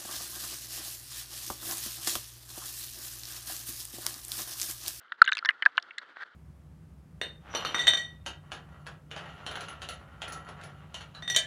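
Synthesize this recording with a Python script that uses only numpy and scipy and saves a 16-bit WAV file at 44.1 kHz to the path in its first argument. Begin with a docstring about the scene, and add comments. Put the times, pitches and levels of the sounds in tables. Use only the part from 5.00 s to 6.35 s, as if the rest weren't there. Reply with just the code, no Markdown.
"""In the sea, a camera in a waterproof case dips under. Water closes over it with one loud plop,
a collapsing cavity that overloads the microphone. Air pockets and small bubbles pop and fizz
against the case, which rings briefly near 1.6 kHz; water films snap and free bubbles ring on.
Two dull bumps hit the case, and water swishes along it over a muffled wash."""
import sys
import numpy as np
from scipy import signal
from scipy.fft import rfft, irfft, next_fast_len
from scipy.io import wavfile
from scipy.ndimage import map_coordinates

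SR = 44100
rng = np.random.default_rng(int(sys.argv[2]) if len(sys.argv) > 2 else 0)


def wav_out(sig):
    """Save sig, one row per channel (or a flat mono array), as 16-bit PCM at SR to the path in sys.argv[1]."""
    wavfile.write(sys.argv[1], SR, np.round(np.clip(np.atleast_2d(sig).T, -1, 1) * 32767).astype(np.int16))


N = 59535
T = np.arange(int(0.05 * SR)) / SR  # time axis of one short event
PLOP_S = 0.2172
BUBBLE_SWELL_S, TICK_SWELL_S = 0.00094, 0.00071

# snap spectrum: freq_hz, gain_db
SNAP_COLOUR = [(900, -38), (3500, 3.5), (5200, -11), (10600, -33.5), (12600, -52)]
# case resonance: freq_hz, gain_db
CASE_COLOUR = [(200, -44), (980, -18), (1400, 4), (1750, 5), (2400, -3.5), (3500, -9.5), (4400, -14.5),
               (7000, -40)]


def amp(db):
    return 10 ** (np.asarray(db) / 20)


def gains(colour, size):
    """Gain on an FFT grid from freq_hz, gain_db points."""
    hz, db = np.transpose(colour)
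    grid_hz = np.fft.rfftfreq(size, 1 / SR)
    return amp(np.interp(np.log(grid_hz + 1), np.log(hz + 1), db))


def noise(colour, size):
    """Coloured noise, rms 1."""
    x = irfft(rfft(rng.standard_normal(size)) * gains(colour, size), size)
    return x / np.sqrt(np.mean(x ** 2) + 1e-20)


def impulse(colour, size=2048):
    """Minimum-phase coloured click, peak 1."""
    cepstrum = irfft(np.log(gains(colour, size)))
    cepstrum[1:size // 2] *= 2
    cepstrum[size // 2 + 1:] = 0
    click = irfft(np.exp(rfft(cepstrum)))
    return click / np.abs(click).max()


def wobble(rate_hz, size):
    """Smooth random curve with knots at rate_hz."""
    knots = rng.standard_normal(size // 4)
    return map_coordinates(knots, [np.arange(size) * rate_hz / SR], mode="wrap")


def add(track, start_s, sound):
    part = track[max(round(start_s * SR), 0):][:len(sound)]
    part += sound[:len(part)]


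def swell(peak_s):
    """Envelope: rises to 1 at peak_s, then decays."""
    return T / peak_s * np.exp(1 - T / peak_s)


def burst(click, swell_s):
    """Brief spatter of clicks, rms about 1 at its height."""
    spatter = swell(swell_s) * rng.standard_normal(len(T))
    sound = signal.fftconvolve(spatter, click)[:len(T)]
    return sound * np.linalg.norm(swell(swell_s)) / np.linalg.norm(sound)


def bubble(pitch_hz, swell_s, sag=0.06, rough_rad=0.86):
    """Trapped air rings for a few uneven cycles; pitch sags as it settles."""
    glide_hz = pitch_hz * (1 + sag * (2 * np.exp(-T / (2 * swell_s)) - 1))
    phase = 2 * np.pi * np.cumsum(glide_hz) / SR + rough_rad * wobble(858, len(T))
    onset = 1 - np.exp(-2 * pitch_hz * T)
    return swell(swell_s) * onset * np.sin(phase)


def plop(start_hz=1778, end_hz=1260, glide_s=0.002, swell_s=0.0021, gain_db=3.5, snap_db=-38):
    """One large cavity closes with a snap; pitch falls as it settles."""
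    out = np.zeros(N)
    pitch_hz = end_hz + (start_hz - end_hz) * np.exp(-T / glide_s)
    ring = swell(swell_s) ** 2 * np.sin(2 * np.pi * np.cumsum(pitch_hz) / SR)
    snap = amp(snap_db) * burst(impulse(SNAP_COLOUR), BUBBLE_SWELL_S)
    add(out, PLOP_S, ring + snap)
    return amp(gain_db) * out


def pops(pocket_gain_db=0.5, splash_gain_db=-16.5, small_gain_db=-2):
    """Each burst on the case rings an air pocket and a smaller bubble, with a wet splash."""
    # air pockets: start_s, pitch_hz, level_db, swell_s, small_hz, small_db
    pockets = [(0.1206, 1520, -21.5, 0.00061, 3750, -36.5), (0.2437, 1615, -33, 0.0015, 3560, -34),
               (0.2613, 1670, -30.5, 0.001, 3400, -31), (0.276, 1635, -19, 0.0018, 2934, -16),
               (0.2805, 1712, -21.5, 0.0014, 3340, -45), (0.29, 1535, -21.5, 0.0013, 3510, -22.5),
               (0.318, 1500, -32, 0.00035, 3930, -26.5), (0.3213, 1698, -13.5, 0.00065, 2463, -13.5),
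               (0.3306, 1626, -31, 0.0026, 3810, -18.5), (0.3508, 1773, -38.5, 0.0023, 3880, -29.5),
               (0.3697, 1510, -27.5, 0.00059, 2730, -22.5), (0.3806, 1580, -34, 0.00057, 2460, -25.5),
               (0.3886, 2090, -26, 0.00046, 4390, -24), (0.449, 1640, -17.5, 0.00042, 4280, -23.5),
               (0.4574, 1960, -18.5, 0.00057, 3520, -25), (0.489, 1738, -12.5, 0.0016, 3014, -12),
               (0.5072, 1594, -20, 0.00026, 2250, -30), (0.623, 1838, -20.5, 0.0017, 3000, -19),
               (0.6539, 1820, -23, 0.00053, 3240, -38), (0.6607, 1654, -4, 0.00066, 3860, -34),
               (0.7788, 1557, -9, 0.00052, 2920, -16), (0.9079, 2294, -38, 0.0014, 2594, -37.5),
               (0.9803, 1780, -31, 0.00082, 3800, -48), (0.9823, 1730, -33, 0.0024, 4054, -28.5)]
    out, click = np.zeros(N), impulse(CASE_COLOUR)
    for start_s, pitch_hz, level_db, swell_s, small_hz, small_db in pockets:
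        pocket = amp(pocket_gain_db) * bubble(pitch_hz, swell_s)
        splash = amp(splash_gain_db) * burst(click, BUBBLE_SWELL_S)
        small = amp(small_db + small_gain_db) * bubble(small_hz, BUBBLE_SWELL_S)
        add(out, start_s, amp(level_db) * (pocket + splash) + small)
    return out


def case_ring(drive, t60_s=0.02, gain_db=4.5, tails=27):
    """The case rings after each pop, a little differently as the water shifts around it."""
    out, click = np.zeros(N), impulse(CASE_COLOUR)
    for centre in np.linspace(0, N, tails):
        crossfade = np.clip(1 - np.abs(np.arange(N) - centre) * (tails - 1) / N, 0, 1)
        decay = rng.standard_normal(len(T)) * amp(-60 * T / t60_s)
        tail = signal.fftconvolve(decay, click)
        tail /= np.abs(rfft(tail)).max()
        out += signal.fftconvolve(drive * crossfade, tail)[:N]
    return amp(gain_db) * out


def gloops(rise_per_s=0.83, rough_rad=0.6):
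    """Larger free bubbles ring on, rising in pitch and wavering as the water shifts."""
    # free bubbles: start_s, pitch_hz, level_db, t60_s
    free_bubbles = [(0.219, 705, -23, 0.02), (0.2192, 929, -12.5, 0.015), (0.4263, 1366, -23, 0.022),
                    (.449, 1014, -40.5, 0.16), (0.456, 1770, -27, 0.13), (.508, 2140, -32.5, 0.03),
                    (.661, 720, -35.5, 0.061), (0.661, 992, -26.5, 0.038), (.779, 695, -45, 0.085),
                    (.779, 1050, -26, 0.027)]
    out, t = np.zeros(N), np.arange(SR // 5) / SR
    for start_s, pitch_hz, level_db, t60_s in free_bubbles:
        envelope = amp(level_db - 60 * t / t60_s) * (1 - np.exp(-t / BUBBLE_SWELL_S))
        phase = 2 * np.pi * pitch_hz * t * (1 + rise_per_s * t / 2)
        add(out, start_s, envelope * np.sin(phase + rough_rad * wobble(170, len(t))))
    return out


def snaps(gain_db=1.5, boost_db=14, width_oct=0.15):
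    """Water films break with dry ticks, each with its own bright band."""
    # breaking films: start_s, bright_hz, level_db
    films = [(.1208, 4280, -45.5), (0.2422, 4360, -39.5), (0.2507, 7230, -40), (0.2801, 9330, -40.5),
             (0.3173, 7300, -40), (0.3297, 6340, -34), (0.3515, 7240, -34), (.37, 9900, -31.5),
             (0.3804, 5150, -34.5), (0.3884, 4870, -36.5), (.4565, 5540, -30.5), (0.4884, 4180, -29),
             (0.504, 10100, -48), (.623, 4430, -39), (0.6531, 4430, -36.5), (0.7715, 3970, -39),
             (0.7987, 3580, -49.5), (0.8253, 5320, -42), (.983, 7260, -32.5), (0.9898, 4200, -42.5)]
    out, grid_hz = np.zeros(N), np.geomspace(200, SR / 2, 120)
    colour_hz, colour_db = np.transpose(SNAP_COLOUR)
    base_db = np.interp(np.log(grid_hz), np.log(colour_hz), colour_db)
    for start_s, bright_hz, level_db in films:
        band_db = boost_db * np.exp(-0.5 * (np.log2(grid_hz / bright_hz) / width_oct) ** 2)
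        click = impulse(np.column_stack([grid_hz, base_db + band_db]))
        add(out, start_s, amp(level_db + gain_db) * burst(click, TICK_SWELL_S))
    return out


def knocks(gain_db=-1):
    """Dull bumps on the case, with no ring of their own."""
    # bumps: start_s, level_db
    bumps = [(.6232, -26), (1.1696, -29)]
    # bump spectrum: freq_hz, gain_db
    colour = [(60, -37), (280, -7.5), (1500, 9.5), (3200, -11.5), (7000, -61)]
    out = np.zeros(N)
    for start_s, level_db in bumps:
        add(out, start_s, amp(level_db + gain_db) * impulse(colour))
    return out


def swishes(edge_s=0.0064, grain_db=1.5):
    """Water rubs along the case in short grainy rushes."""
    # rushes: start_s, length_s, first_db, last_db
    rushes = [(1.013, 0.019, -47, -48.5), (1.159, 0.042, -46.5, -52.5), (1.196, 0.0379, -45.5, -39)]
    # rubbing spectrum: freq_hz, gain_db
    colour = [(60, -33), (800, -4.5), (1550, 11.5), (1900, 8.5), (2500, -10.5), (3500, -4.5), (4500, -12),
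              (5300, -24), (13000, -52)]
    out, t = np.zeros(N), np.arange(N) / SR
    for start_s, length_s, first_db, last_db in rushes:
        end_s = start_s + length_s
        gate = np.clip(np.minimum(t - start_s, end_s + edge_s - t) / edge_s, 0, 1)
        level_db = np.interp(t, [start_s, end_s], [first_db, last_db]) + grain_db * wobble(230, N)
        out += gate * amp(level_db) * noise(colour, N)
    return out


def fizz(rate_per_s=110, centre_hz=2870, base_db=-62.5, spread_db=0.5, surge_db=23, calm_s=0.11):
    """Tiny bubbles tick at random, loudest while the air dragged down by the plop breaks up."""
    out = np.zeros(N)
    for pitch_draw, level_draw in rng.standard_normal((int(rate_per_s * N / SR), 2)):
        start_s = rng.uniform(0, N / SR)
        surge = (start_s > PLOP_S) * np.exp(-((start_s - PLOP_S) / calm_s) ** 2)
        level_db = base_db + spread_db * level_draw + surge_db * surge
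        pitch_hz = centre_hz * np.exp(0.17 * pitch_draw)
        add(out, start_s, amp(level_db) * bubble(pitch_hz, TICK_SWELL_S))
    return out


def wash(flicker_db=2.5, flicker_hz=69.92):
    """Moving water heard through the case."""
    # wash envelope: time_s, level_db
    envelope = [(0, -60.5), (0.169, -60.5), (0.198, -55.5), (0.359, -54), (.56, -58), (.85, -55.5),
                (0.949, -60.5), (1.03, -54.5), (1.14, -56), (1.35, -58)]
    # wash spectrum: freq_hz, gain_db
    colour = [(60, -32), (160, -21.5), (350, -13.5), (750, -14.5), (1100, -9.5), (1400, 1.5), (1750, -5.5),
              (2100, -12), (2500, -26), (3100, -17), (4400, -23.5), (5300, -33), (16000, -64.5)]
    level_db = np.interp(np.arange(N) / SR, *np.transpose(envelope))
    return amp(level_db + flicker_db * wobble(flicker_hz, N)) * noise(colour, N)


def scene(case_band_hz=(910, 5600), plop_drive_db=-8):
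    """Plop and crackle ring the case; the other water sounds mix in directly. Mono."""
    case_filter = signal.butter(3, case_band_hz, "bandpass", fs=SR, output="sos")
    crackle = signal.sosfilt(case_filter, pops() + fizz())
    cavity = plop()
    ring = case_ring(crackle + amp(plop_drive_db) * cavity)
    return (cavity + crackle + ring + snaps() + gloops() + knocks() + wash() + swishes())[None]


def record(dry, ceiling=1.02, hardness=7, low_cut_hz=170, top_hz=16300):
    """The plop overloads the microphone; deep bass and top treble are cut."""
    clipped = dry / (1 + np.abs(dry / ceiling) ** hardness) ** (1 / hardness)
    size = next_fast_len(N + SR // 2)
    hz = np.fft.rfftfreq(size, 1 / SR)
    passband = (hz < top_hz) * hz / np.hypot(hz, low_cut_hz)
    return irfft(rfft(clipped, size) * passband, size)[:, :N]


dry = scene()
out = record(dry)
wav_out(out)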